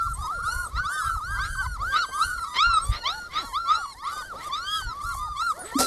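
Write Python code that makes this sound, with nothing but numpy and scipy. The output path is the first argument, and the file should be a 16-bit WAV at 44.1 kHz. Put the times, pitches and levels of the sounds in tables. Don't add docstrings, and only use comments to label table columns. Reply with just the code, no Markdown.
import sys
import numpy as np
from scipy import signal
from scipy.fft import rfft, irfft, next_fast_len
from scipy.io import wavfile
from scipy.ndimage import uniform_filter1d

SR = 44100
rng = np.random.default_rng(int(sys.argv[2]) if len(sys.argv) > 2 else 0)


def waveform_to_disk(signal):
    frames = np.transpose(np.atleast_2d(signal))
    scaled = np.clip(frames, -1, 1) * 32767
    samples = np.round(scaled).astype(np.int16)
    wavfile.write(sys.argv[1], SR, samples)


N = 258778
TIME = np.arange(N) / SR

# frequency in Hz, relative density in dB per Hz.
LAWN_COLOUR = [(30, 15), (250, 8), (550, 2), (1200, -2), (1900, 0), (2550, -12.5), (3300, -6), (4300, -1),
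               (6500, -9), (9500, -62), (13000, -30)]
# frequency in Hz, relative density in dB per Hz.
WIND_COLOUR = [(15, -14), (35, 3), (70, 0.5), (110, -7.5), (170, -21), (300, -44.5), (700, -71),
               (2000, -100)]
# start in seconds, length in seconds, level in dB.
GUSTS = [(.02, 0.24, -34), (.36, 0.31, -37), (.72, 0.15, -32), (1.04, 0.16, -38.5), (1.26, 0.51, -33),
         (1.7, .21, -37.5), (2.26, 0.16, -41.5), (2.65, 0.11, -35.5), (2.84, 0.11, -31), (2.98, 0.2, -47),
         (3.46, 0.12, -47.5), (4.84, 0.066, -32), (5.05, .14, -34), (5.19, 0.2, -41.5), (5.79, 0.11, -45)]
CALM_DB, GUST_EDGE_S = -55, 0.075

# frequency in Hz, relative density in dB per Hz.
SHUFFLE_COLOUR = [(100, -2.5), (250, -11.0), (520, 3.0), (900, -3), (2500, -30.0)]
# start in seconds, length in seconds, level in dB.
SHUFFLES = [(.25, 0.76, -57.5), (1.8, 0.37, -55), (2.75, 0.5, -55.5), (3.3, 0.54, -62.5), (4.1, 0.56, -55),
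            (5.56, 0.44, -53)]
FAINT_SHUFFLE_DB, SHUFFLE_EDGE_S = -66.5, 0.1
# frequency in Hz, relative density in dB per Hz.
NOSE_HISS_COLOUR = [(2500, -30), (4000, -19), (6500, 6), (9500, 7), (11500, 6), (13000, -1)]
# start in seconds, length in seconds, level in dB before the trim.
NOSE_HISSES = [(0, 0.18, -46.5), (.19, 0.11, -46.5), (.47, 0.23, -44.5), (.89, 0.32, -48),
               (1.25, 0.44, -48.5), (1.85, 0.14, -46.5), (2.15, 0.19, -41.5), (2.33, 0.25, -53),
               (2.84, 0.083, -44), (3.1, 0.12, -48.5), (3.42, 0.14, -44.5), (3.75, 0.12, -61),
               (4.1, 0.16, -45), (4.42, 0.08, -45), (4.7, .14, -41.5), (5.03, 0.18, -42), (5.38, 0.17, -47),
               (5.55, 0.3, -47.5)]
FAINT_NOSE_HISS_DB, NOSE_HISS_EDGE_S = -56.5, 0.066

# frequency in Hz, relative density in dB per Hz.
SCRAPE_COLOUR = [(150, -5.5), (500, 10.5), (800, 1), (1800, -4.5), (3000, -11.5), (5200, 3.5), (7000, -2.5),
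                 (9000, 0), (13000, -8.5)]
# time in seconds, mean level in dB.
SCRAPE_FORCE = [(5.775, -57), (5.79, -25), (5.81, -19.5), (5.84, -28.5), (5.87, -28.5)]
# start in seconds, level in dB before the soft attack, pitch in Hz, 60 dB decay in seconds.
THUMPS = [(5.752, -4.5, 274, 0.068), (5.789, -21.5, 258, 0.25), (5.803, -7, 780, 0.035),
          (5.806, -18, 538, 0.086)]

# start in seconds, length in seconds, settled pitch in Hz,
# mean level in dB.
WHISTLES = [(0.134, 0.031, 8180, -32.5), (0.422, 0.097, 9960, -43), (0.643, 0.034, 8240, -41.5),
            (2.122, 0.23, 9620, -46.5), (2.733, 0.055, 8370, -36), (2.812, 0.051, 8280, -35),
            (2.894, 0.022, 8160, -44), (4.036, 0.048, 9700, -51.5), (5.588, 0.052, 9570, -41),
            (5.634, 0.076, 7970, -43.5)]
# middle in seconds, length in seconds, noise level in dB at the middle.
RASPS = [(0.773, 0.072, -50), (1.075, 0.098, -50), (1.455, 0.071, -43), (1.965, 0.11, -36.5),
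         (2.567, 0.085, -35), (2.95, 0.13, -36), (3.089, 0.083, -41.5), (3.374, 0.16, -35.5),
         (3.72, 0.09, -38.5), (4.089, 0.15, -46), (4.439, 0.18, -46), (4.569, 0.067, -45),
         (5.685, 0.13, -45)]
# frequency in Hz, relative density in dB per Hz.
HOARSE_COLOUR = [(400, -6), (800, -5), (1200, 4), (1650, -1.5), (2100, 7), (2550, -6.5), (3300, -1),
                 (4000, -0.5), (4900, -10.5), (5900, -22), (7500, -27)]
RASP_BEND = 2.13

# start in seconds, length in seconds, rise in seconds, first pitch in Hz, crest in Hz,
# sagged pitch in Hz, final drop as a share of the pitch, hardest push in seconds after the start,
# fundamental in dB, its gain in the push in dB, widest mouth in seconds after the start,
# overtones in dB, their gain then in dB, nasal treble in dB. Onset, fade and trims come on top.
WHINES = [(-0.028, 0.16, 0.042, 1585, 1348, 1400, 0.085, 0.035, -28, 8, 0.004, -54, 6, 0),
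          (-0.01, 0.092, 0.074, 1125, 1233, 1190, 0.071, 0.095, -37, 14.5, 0, -52.5, 3, 2),
          (0.144, 0.13, 0.12, 970, 1275, 1214, 0, 0.112, -34, 2.5, 0.106, -53, 10.5, 9),
          (0.179, 0.074, 0.015, 1132, 1195, 952, 0.0, 0.077, -36.5, 13, 0.074, -72, 3, 0),
          (0.253, 0.4, 0.102, 921, 1393, 1445, 0.12, 0.003, -28.5, 5.5, 0.3, -53.5, 8.5, 8.5),
          (0.296, 0.1, 0.029, 988, 734, 454, 0.017, 0.0, -39, 9, 0.018, -69, 17, 0),
          (0.389, 0.067, 0.067, 1120, 1535, 1400, 0.072, 0.0, -31.5, 6.5, 0.082, -61, 9, 0),
          (0.428, 0.25, 0.11, 1071, 1467, 1436, 0.22, 0.066, -32, 9.5, 0.069, -52.5, 11.5, 14),
          (0.486, 0.18, 0.11, 825, 1084, 980, 0.047, 0.2, -34.5, 2, 0.077, -72, 9, 0),
          (0.709, 0.19, 0.13, 1036, 1527, 1466, 0.36, 0.093, -35, 14, 0.066, -59.5, 19.5, -10),
          (0.765, 0.041, 0.047, 922, 1292, 1166, 0.0049, 0.023, -30, 3, 0, -62, 27, -2),
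          (0.835, 0.19, 0.11, 1072, 1559, 1480, 0.19, 0.078, -24, 1, 0.03, -48, 6, 10),
          (0.892, 0.32, 0.21, 1135, 1350, 1281, 0.3, 0.19, -31, 7, 0.14, -60.5, 15.5, 15.5),
          (0.893, 0.29, 0.053, 1598, 1820, 1297, 0, 0.19, -36.5, 10, 0.072, -51.5, 8, 6),
          (0.906, 0.098, 0.054, 895, 1180, 1095, 0.044, 0, -50, 20, 0.055, -67, 0, 0),
          (1.028, 0.079, 0.068, 1019, 1349, 1214, 0.034, 0, -28, 5, 0.043, -55.5, 14, -5),
          (1.144, 0.027, 0.018, 1260, 1187, 894, 0.18, 0.022, -35, 6.5, 0.03, -63, 2, 0),
          (1.207, 0.19, 0.12, 1192, 1615, 1634, 0.32, 0.13, -28.5, 5.5, 0.076, -48.5, -1.5, 2.5),
          (1.269, 0.29, 0.2, 1085, 1620, 1675, 0.34, 0.15, -33, 10.5, 0.201, -58, 3, 2),
          (1.332, 0.082, 0.054, 901, 1220, 1086, 0.0, 0.082, -37.5, 12, 0.14, -67, -1, 0),
          (1.368, 0.41, 0.18, 971, 1586, 1380, 0.41, 0, -34, 8.5, 0.052, -52, 12.5, 8),
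          (1.433, 0.24, 0.17, 1164, 1549, 1158, 0.23, 0.17, -37.5, 17, 0.19, -57, 10.5, 2),
          (1.558, 0.069, 0.056, 1013, 1163, 1030, 0, 0.044, -32.5, 3, 0.064, -60, 7, 3),
          (1.608, 0.061, 0.066, 800, 1047, 957, 0.016, 0.0695, -32.5, 16.5, 0.067, -61, 19, 0),
          (1.787, 0.27, 0.13, 995, 1596, 1243, 0.21, 0.13, -25, 4, 0.22, -47, 10.5, -5),
          (1.918, 0.12, 0.13, 1113, 1486, 1600, 0.0, 0.035, -27, 10, 0.059, -35.5, 5, 4),
          (2.019, 0.49, 0.17, 1540, 1577, 1259, 0.14, 0.29, -35, 10, 0.26, -50, 3.5, 7.5),
          (2.111, 0.13, 0.13, 1038, 1352, 1500, 0.36, 0.043, -31.5, 7, 0.031, -54.5, 9.5, 0),
          (2.178, 0.21, 0.08, 1010, 1441, 1380, 0.022, 0.04, -34.5, 20, 0.048, -62.5, 32.5, 16),
          (2.27, 0.13, 0.13, 1139, 1394, 1246, 0.066, 0.13, -36, 8, 0.065, -59, 2, 0),
          (2.378, 0.019, 0.006, 1164, 1098, 1020, 0.075, 0, -37, 8, 0.036, -42.5, 15, 2),
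          (2.404, 0.046, 0.027, 1366, 1353, 1200, 0.034, 0.037, -31, 4.5, 0.048, -53, 12, 10),
          (2.405, 0.17, 0.12, 925, 1232, 1165, 0.0, 0.056, -37.5, 5, 0.174, -52, 14, 9),
          (2.461, 0.11, 0.069, 936, 992, 1074, 0.026, 0.087, -37.5, 7, 0.121, -49.5, 32, 7),
          (2.558, 0.23, 0.11, 939, 1410, 1250, 0.0, 0.094, -19.5, 5, 0.048, -33.5, 13, -1.5),
          (2.663, 0.086, 0.056, 893, 1165, 1000, 0.19, 0.046, -31, 3.5, 0.096, -68.5, 32, 8),
          (2.772, 0.19, 0.22, 1052, 1214, 1250, 0.0, 0.22, -35, 2, 0.11, -50.5, 4.5, -2),
          (2.773, 0.068, 0.091, 1268, 1378, 1250, 0.0, 0.00096, -30, 14, 0.01, -49.5, 17.5, -8),
          (2.92, 0.131, 0.082, 1240, 1440, 1405, 0.049, 0.27, -44, 5, 0.075, -36, -6, -26),
          (3.027, 0.25, 0.14, 900, 1454, 1384, 0.0, 0.035, -33.5, 12, 0.048, -47.5, 23.5, -15),
          (3.068, 0.13, 0.13, 632, 913, 830, 0.1, 0.045, -33, -0.5, 0.058, -56.5, 9, 0),
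          (3.296, 0.19, 0.15, 1003, 1392, 1486, 0.16, 0.076, -39, 14, 0.081, -46, 12.5, -8),
          (3.371, 0.2, 0.06, 890, 1140, 1009, 0.0, 0.02, -39, 5, 0.0, -52.5, 11, -3),
          (3.379, 0.072, 0.026, 380, 391, 257, 0.15, 0.071, -41.5, 9, 0.053, -50, 8, 0),
          (3.433, 0.095, 0.044, 802, 950, 933, 0.11, 0, -38, 6, 0.11, -53, 16, 0),
          (3.527, 0.25, 0.087, 973, 1377, 1250, 0.0, 0.026, -29.5, 9.5, 0.024, -49.5, 14.5, -15),
          (3.653, 0.21, 0.15, 1058, 1417, 1187, 0.16, 0.06, -29.5, 14, 0.05, -54, 22, 4),
          (3.717, 0.21, 0.01, 1307, 1158, 1110, 0.054, 0.14, -39, 2.5, 0.23, -57.5, 15, 0),
          (3.735, 0.21, 0.09, 1283, 1452, 1407, 0.15, 0.085, -66, 3, 0.003, -46.5, 17.5, 3),
          (3.741, 0.077, 0.039, 938, 885, 740, 0, 0.029, -35.5, 3, 0.002, -57, 9, 0),
          (3.947, 0.29, 0.14, 874, 1378, 856, 0.0, 0.236, -39, 1, 0.011, -50.5, 4, -28),
          (4.024, 0.23, 0.13, 883, 1523, 1470, 0.0, 0.04, -36.5, 11, 0.033, -53, 11.5, 2),
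          (4.027, 0.2, 0.19, 1069, 1226, 1040, 0.02, 0.026, -33.5, 5, 0.17, -52.5, 12, -2),
          (4.202, 0.14, 0.071, 1404, 1590, 1170, 0.19, 0.12, -36, 4.5, 0.069, -60, 9, -8),
          (4.341, 0.1, 0.051, 1012, 1347, 1335, 0.22, 0.022, -40.5, 7, 0.042, -59, 8, 5),
          (4.399, 0.11, 0.076, 924, 1221, 1040, 0.21, 0.066, -35.5, 5.5, 0.0, -46.5, 9, 7),
          (4.501, 0.43, 0.24, 1039, 1659, 1285, 0.03, 0.0, -32, 10, 0.23, -45, 15, -7),
          (4.523, 0.073, 0.087, 1132, 1384, 1323, 0.035, 0, -42, 21.5, 0.014, -39, 13, 1),
          (4.587, 0.24, 0.2, 1077, 1298, 1290, 0.38, 0.18, -35.5, 7, 0.2, -54, 11.5, 12),
          (4.868, 0.42, 0.15, 920, 1185, 929, 0.14, 0.17, -33.5, 2, 0.172, -57.5, -1, -3),
          (5.003, 0.15, 0.078, 1027, 1395, 1456, 0.52, 0.088, -32, 5.5, 0.03, -48.5, 2, 6),
          (5.099, 0.33, 0.16, 1003, 1231, 1110, 0.25, 0.12, -33, 2.5, 0.12, -53, 4, 1),
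          (5.355, 0.17, 0.1, 1024, 1403, 1261, 0.13, 0.023, -22.5, -4, 0.046, -42.5, 5.5, 14.5),
          (5.523, 0.14, 0.088, 464, 746, 656, 0.19, 0.069, -39, 4, 0.08, -45.5, 4, 0),
          (5.612, 0.13, 0.07, 214, 448, 463, 0.041, 0.039, -47, 14, 0.13, -46, 10, 0),
          (5.715, 0.18, 0.11, 883, 1367, 1315, 0.037, 0.12, -27.5, 4.5, 0.13, -40.5, 6.5, 22)]
# frequency in Hz, relative gain in dB.
SHUT_THROAT = [(1800, 9), (2150, 0.5), (2500, -10.5), (3050, -2), (4200, 0), (5300, -2), (6700, -4),
               (9500, -5), (13000, -13)]
# frequency in Hz, relative gain in dB.
OPEN_THROAT = [(1800, -4), (2150, -1.5), (2500, 5.5), (3100, 8), (3800, 3), (5300, -5), (6700, -11),
               (8000, -14), (13000, -87)]
# frequency in Hz, relative density in dB per Hz.
AIR_COLOUR = [(600, 2), (1200, -9), (2000, 17), (2550, -60), (3400, -18), (4400, 17), (6500, 3), (9500, -9),
              (11500, -7), (13000, -5)]
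RISE_BEND, SAG_BEND, DROP_S = 1.2, 1.3, .012
PUSH_S, PUSH_SHARE, OPEN_S, OPEN_SHARE = 0.014, 0.11, 0.025, 0.09
LOUDEST_HZ, OFF_DB_PER_OCTAVE, OFF_LIMIT_DB = 1263, 23.5, 8
ONSET_DB, ONSET_S, FADE_DB, FADE_S = 6.5, 0.031, 1, 0.045
CLOSE_DB, CLOSE_S = 2.5, 0.021
NASAL_HZ, NASAL_DB, NASAL_DB_PER_OCTAVE = 5110, 8, 21
EDGE_HZ = 13350


def gain_of(db):
    return 10 ** (np.asarray(db) / 20)


def evened(x):
    return x / np.sqrt(np.mean(x ** 2) + 1e-20)


def read(points, hz):
    f, value = np.transpose(points)
    return np.interp(np.log(hz + 1), np.log(f + 1), value)


def add(mix, s, sound):
    start = round(s * SR)
    sound = sound[max(-start, 0):]
    part = mix[max(start, 0):][:len(sound)]
    part += sound[:len(part)]


def noise(points, size):
    colour = gain_of(read(points, np.fft.rfftfreq(size, 1 / SR)))
    return evened(irfft(rfft(rng.standard_normal(size)) * colour, size))


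def wander(rate_hz, size):
    hz = np.fft.rfftfreq(next_fast_len(size + 4096), 1 / SR)
    spectrum = rfft(rng.standard_normal(2 * len(hz) - 2))
    return evened(irfft(spectrum / (1 + (hz / rate_hz) ** 4)))[:size]


def swells(rows, rest_db, edge_s):
    power = gain_of(rest_db) ** 2
    for start, length, db in rows:
        inside_s = np.minimum(TIME - start, start + length - TIME)
        power = power + (gain_of(db) * np.clip(.5 + inside_s / edge_s, 0, 1)) ** 2
    return np.sqrt(power)


def lawn(level_db=-55, swell_db=2):
    return gain_of(level_db + swell_db * wander(2.9, N)) * noise(LAWN_COLOUR, N)


def wind(lumps_db=3.0):
    lumps = gain_of(lumps_db * wander(21, N))
    return swells(GUSTS, CALM_DB, GUST_EDGE_S) * lumps * noise(WIND_COLOUR, N)


def shuffle(steps_db=5):
    steps = gain_of(steps_db * wander(29.5, N))
    return noise(SHUFFLE_COLOUR, N) * swells(SHUFFLES, FAINT_SHUFFLE_DB, SHUFFLE_EDGE_S) * steps


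def bump(rise_s=0.0087):
    force_db = np.interp(TIME, *np.transpose(SCRAPE_FORCE), left=-120)
    out = gain_of(force_db + 2 * wander(200, N)) * noise(SCRAPE_COLOUR, N)
    t = np.arange(SR // 4) / SR
    attack = 1 - np.exp(-(t / rise_s) ** 2)
    for s, db, hz, t60 in THUMPS:
        add(out, s, gain_of(db - 60 * t / t60) * attack * np.sin(2 * np.pi * hz * t))
    return out


def yard(x, t60=0.31, wet_db=-19):
    t = np.arange(SR // 3) / SR
    sparse = (rng.random(len(t)) < .04) * (t > .004)
    taps = rng.standard_normal(len(t)) * sparse * gain_of(-60 * t / t60)
    return x + gain_of(wet_db) * signal.fftconvolve(x, taps / np.linalg.norm(taps))[:N]


def nose_hiss(trim_db=-5.0, flicker_db=3.0):
    flicker = gain_of(trim_db + flicker_db * wander(140, N))
    return noise(NOSE_HISS_COLOUR, N) * swells(NOSE_HISSES, FAINT_NOSE_HISS_DB, NOSE_HISS_EDGE_S) * flicker


def far_whines(count=22, level_db=-50, over_db=-64, low_hz=800, high_hz=1350):
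    out = np.zeros(N)
    for k, (when, length, pitch, skew) in enumerate(rng.random((count, 4))):
        lift = np.sin(np.pi * np.linspace(0, 1, 7) ** (.5 + skew))
        s = (k + when) / count * TIME[-1] + np.linspace(0, .05 + 0.067 * length, 7)
        hz = (low_hz + pitch * (high_hz - low_hz)) * (.8 + 0.26 * lift)
        fall_db = 5 * (lift - 1)
        add(out, *whine(np.c_[s, hz, level_db + fall_db, over_db + fall_db], 0))
    return out


def whistles(drop=.13, settle_s=0.00575, waver=0.0055):
    out = np.zeros(N)
    for s, length, hz, db in WHISTLES:
        t = np.arange(int(length * SR)) / SR
        pitch = hz * (1 + drop * np.exp(-t / settle_s) + waver * wander(82, len(t)))
        swell = signal.windows.tukey(len(t), .3) * gain_of(db + 4.2 * wander(35, len(t)))
        add(out, s, swell * np.sin(2 * np.pi * np.cumsum(pitch) / SR))
    return out


def rasp(voices, grain=0.088, shake=0.12):
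    out = voices.copy()
    for s, length, db in RASPS:
        size, start = int(length * SR), s - length / 2
        swell = abs(np.sin(np.linspace(0, np.pi, size))) ** RASP_BEND
        rattle = wander(220, size)
        shaken = shake * rattle * voices[round(start * SR):][:size]
        hoarse = gain_of(db) * evened(noise(HOARSE_COLOUR, size) * np.exp(grain * rattle))
        add(out, start, swell * (shaken + hoarse))
    return out


def arch(start, length, rise, first_hz, crest_hz, sagged_hz, drop, push_at, tone_db, tone_push_db,
         open_at, over_db, over_open_db):
    t = np.linspace(0, length, 150)
    climb = np.sin(np.pi / 2 * np.clip(t / rise, 0, 1) ** RISE_BEND)
    sag = np.clip((t - rise) / max(length - rise, .01), 0, 1) ** SAG_BEND
    hz = first_hz + (crest_hz - first_hz) * climb + (sagged_hz - crest_hz) * sag
    hz *= 1 - drop * np.exp((t - length) / DROP_S)
    push = np.exp(-((t - push_at) / (PUSH_S + PUSH_SHARE * length)) ** 2)
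    opening = np.exp(-((t - open_at) / (OPEN_S + OPEN_SHARE * length)) ** 2)
    closing_db = CLOSE_DB * np.exp((t - length) / CLOSE_S)
    ends_db = ONSET_DB * np.exp(-t / ONSET_S) + FADE_DB * np.exp((t - length) / FADE_S)
    off_db = np.minimum(OFF_DB_PER_OCTAVE * abs(np.log2(hz / LOUDEST_HZ)), OFF_LIMIT_DB)
    fundamental_db = tone_db + tone_push_db * push - off_db - ends_db
    overtones_db = over_db + over_open_db * opening - ends_db - closing_db
    return np.c_[start + t, hz, fundamental_db, overtones_db]


def whine(rows, nose_db, jitter=0.0061, rasp_jitter=0.0077, shimmer=0.17, flutter_db=3,
          shut_db=-48, open_db=-34, overtones_trim_db=-1, air_db=-17, open_air_db=-5):
    s, *columns = np.transpose(rows)
    t = np.arange(s[0] - .012, s[-1] + .005, 1 / SR)
    hz, level_db, over_db = (uniform_filter1d(np.interp(t, s, c), size=300) for c in columns)
    size = len(t)
    mouth = np.clip((over_db - shut_db) / (open_db - shut_db), 0, 1)
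    unevenness = jitter * wander(73, size) + rasp_jitter * mouth * wander(380, size)
    turns = np.cumsum(hz * (1 + unevenness)) / SR
    fundamental = np.sin(2 * np.pi * turns)

    orders = np.arange(2, 12)[:, None]
    over_hz = orders * hz
    throat = gain_of((3.0 - mouth) * read(SHUT_THROAT, over_hz) + mouth * read(OPEN_THROAT, over_hz))
    throat /= np.sqrt((throat[:4] ** 2).sum(0))
    nasal = np.clip(np.log2(over_hz / NASAL_HZ), 0, 2) ** 1.2
    throat *= gain_of(nasal * (NASAL_DB + nose_db + NASAL_DB_PER_OCTAVE * np.log2(hz / 1500)))
    flutter = gain_of(flutter_db * np.array([wander(27.4, size) for _ in orders]))
    partials = np.sin(2 * np.pi * orders * (turns + 0.1065 * orders))
    overtones = (throat * flutter * partials).sum(0)

    hiss_db = np.minimum(over_db, open_db) + air_db + open_air_db * mouth
    hiss = gain_of(hiss_db) * noise(AIR_COLOUR, size)
    voice = gain_of(level_db) * fundamental + gain_of(over_db + overtones_trim_db) * overtones + hiss
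    edges = np.clip(np.minimum((t - t[0]) / .022, (t[-1] - t) / .008), 0, 1)
    loudness = (1 + shimmer * wander(97, size)) * np.sin(edges * np.pi / 2) ** 2
    return t[0], np.sqrt(2) * voice * loudness


def scene():
    voices = far_whines()
    for *course, nose_db in WHINES:
        add(voices, *whine(arch(*course), nose_db))
    scattered = yard(rasp(voices) + whistles() + bump())
    return (scattered + wind() + lawn() + shuffle() + nose_hiss())[None]


def record(dry):
    band = signal.firwin(511, EDGE_HZ, window=("kaiser", 9), fs=SR)
    return signal.oaconvolve(dry, band[None], "same")


dry = scene()
out = record(dry)
waveform_to_disk(out)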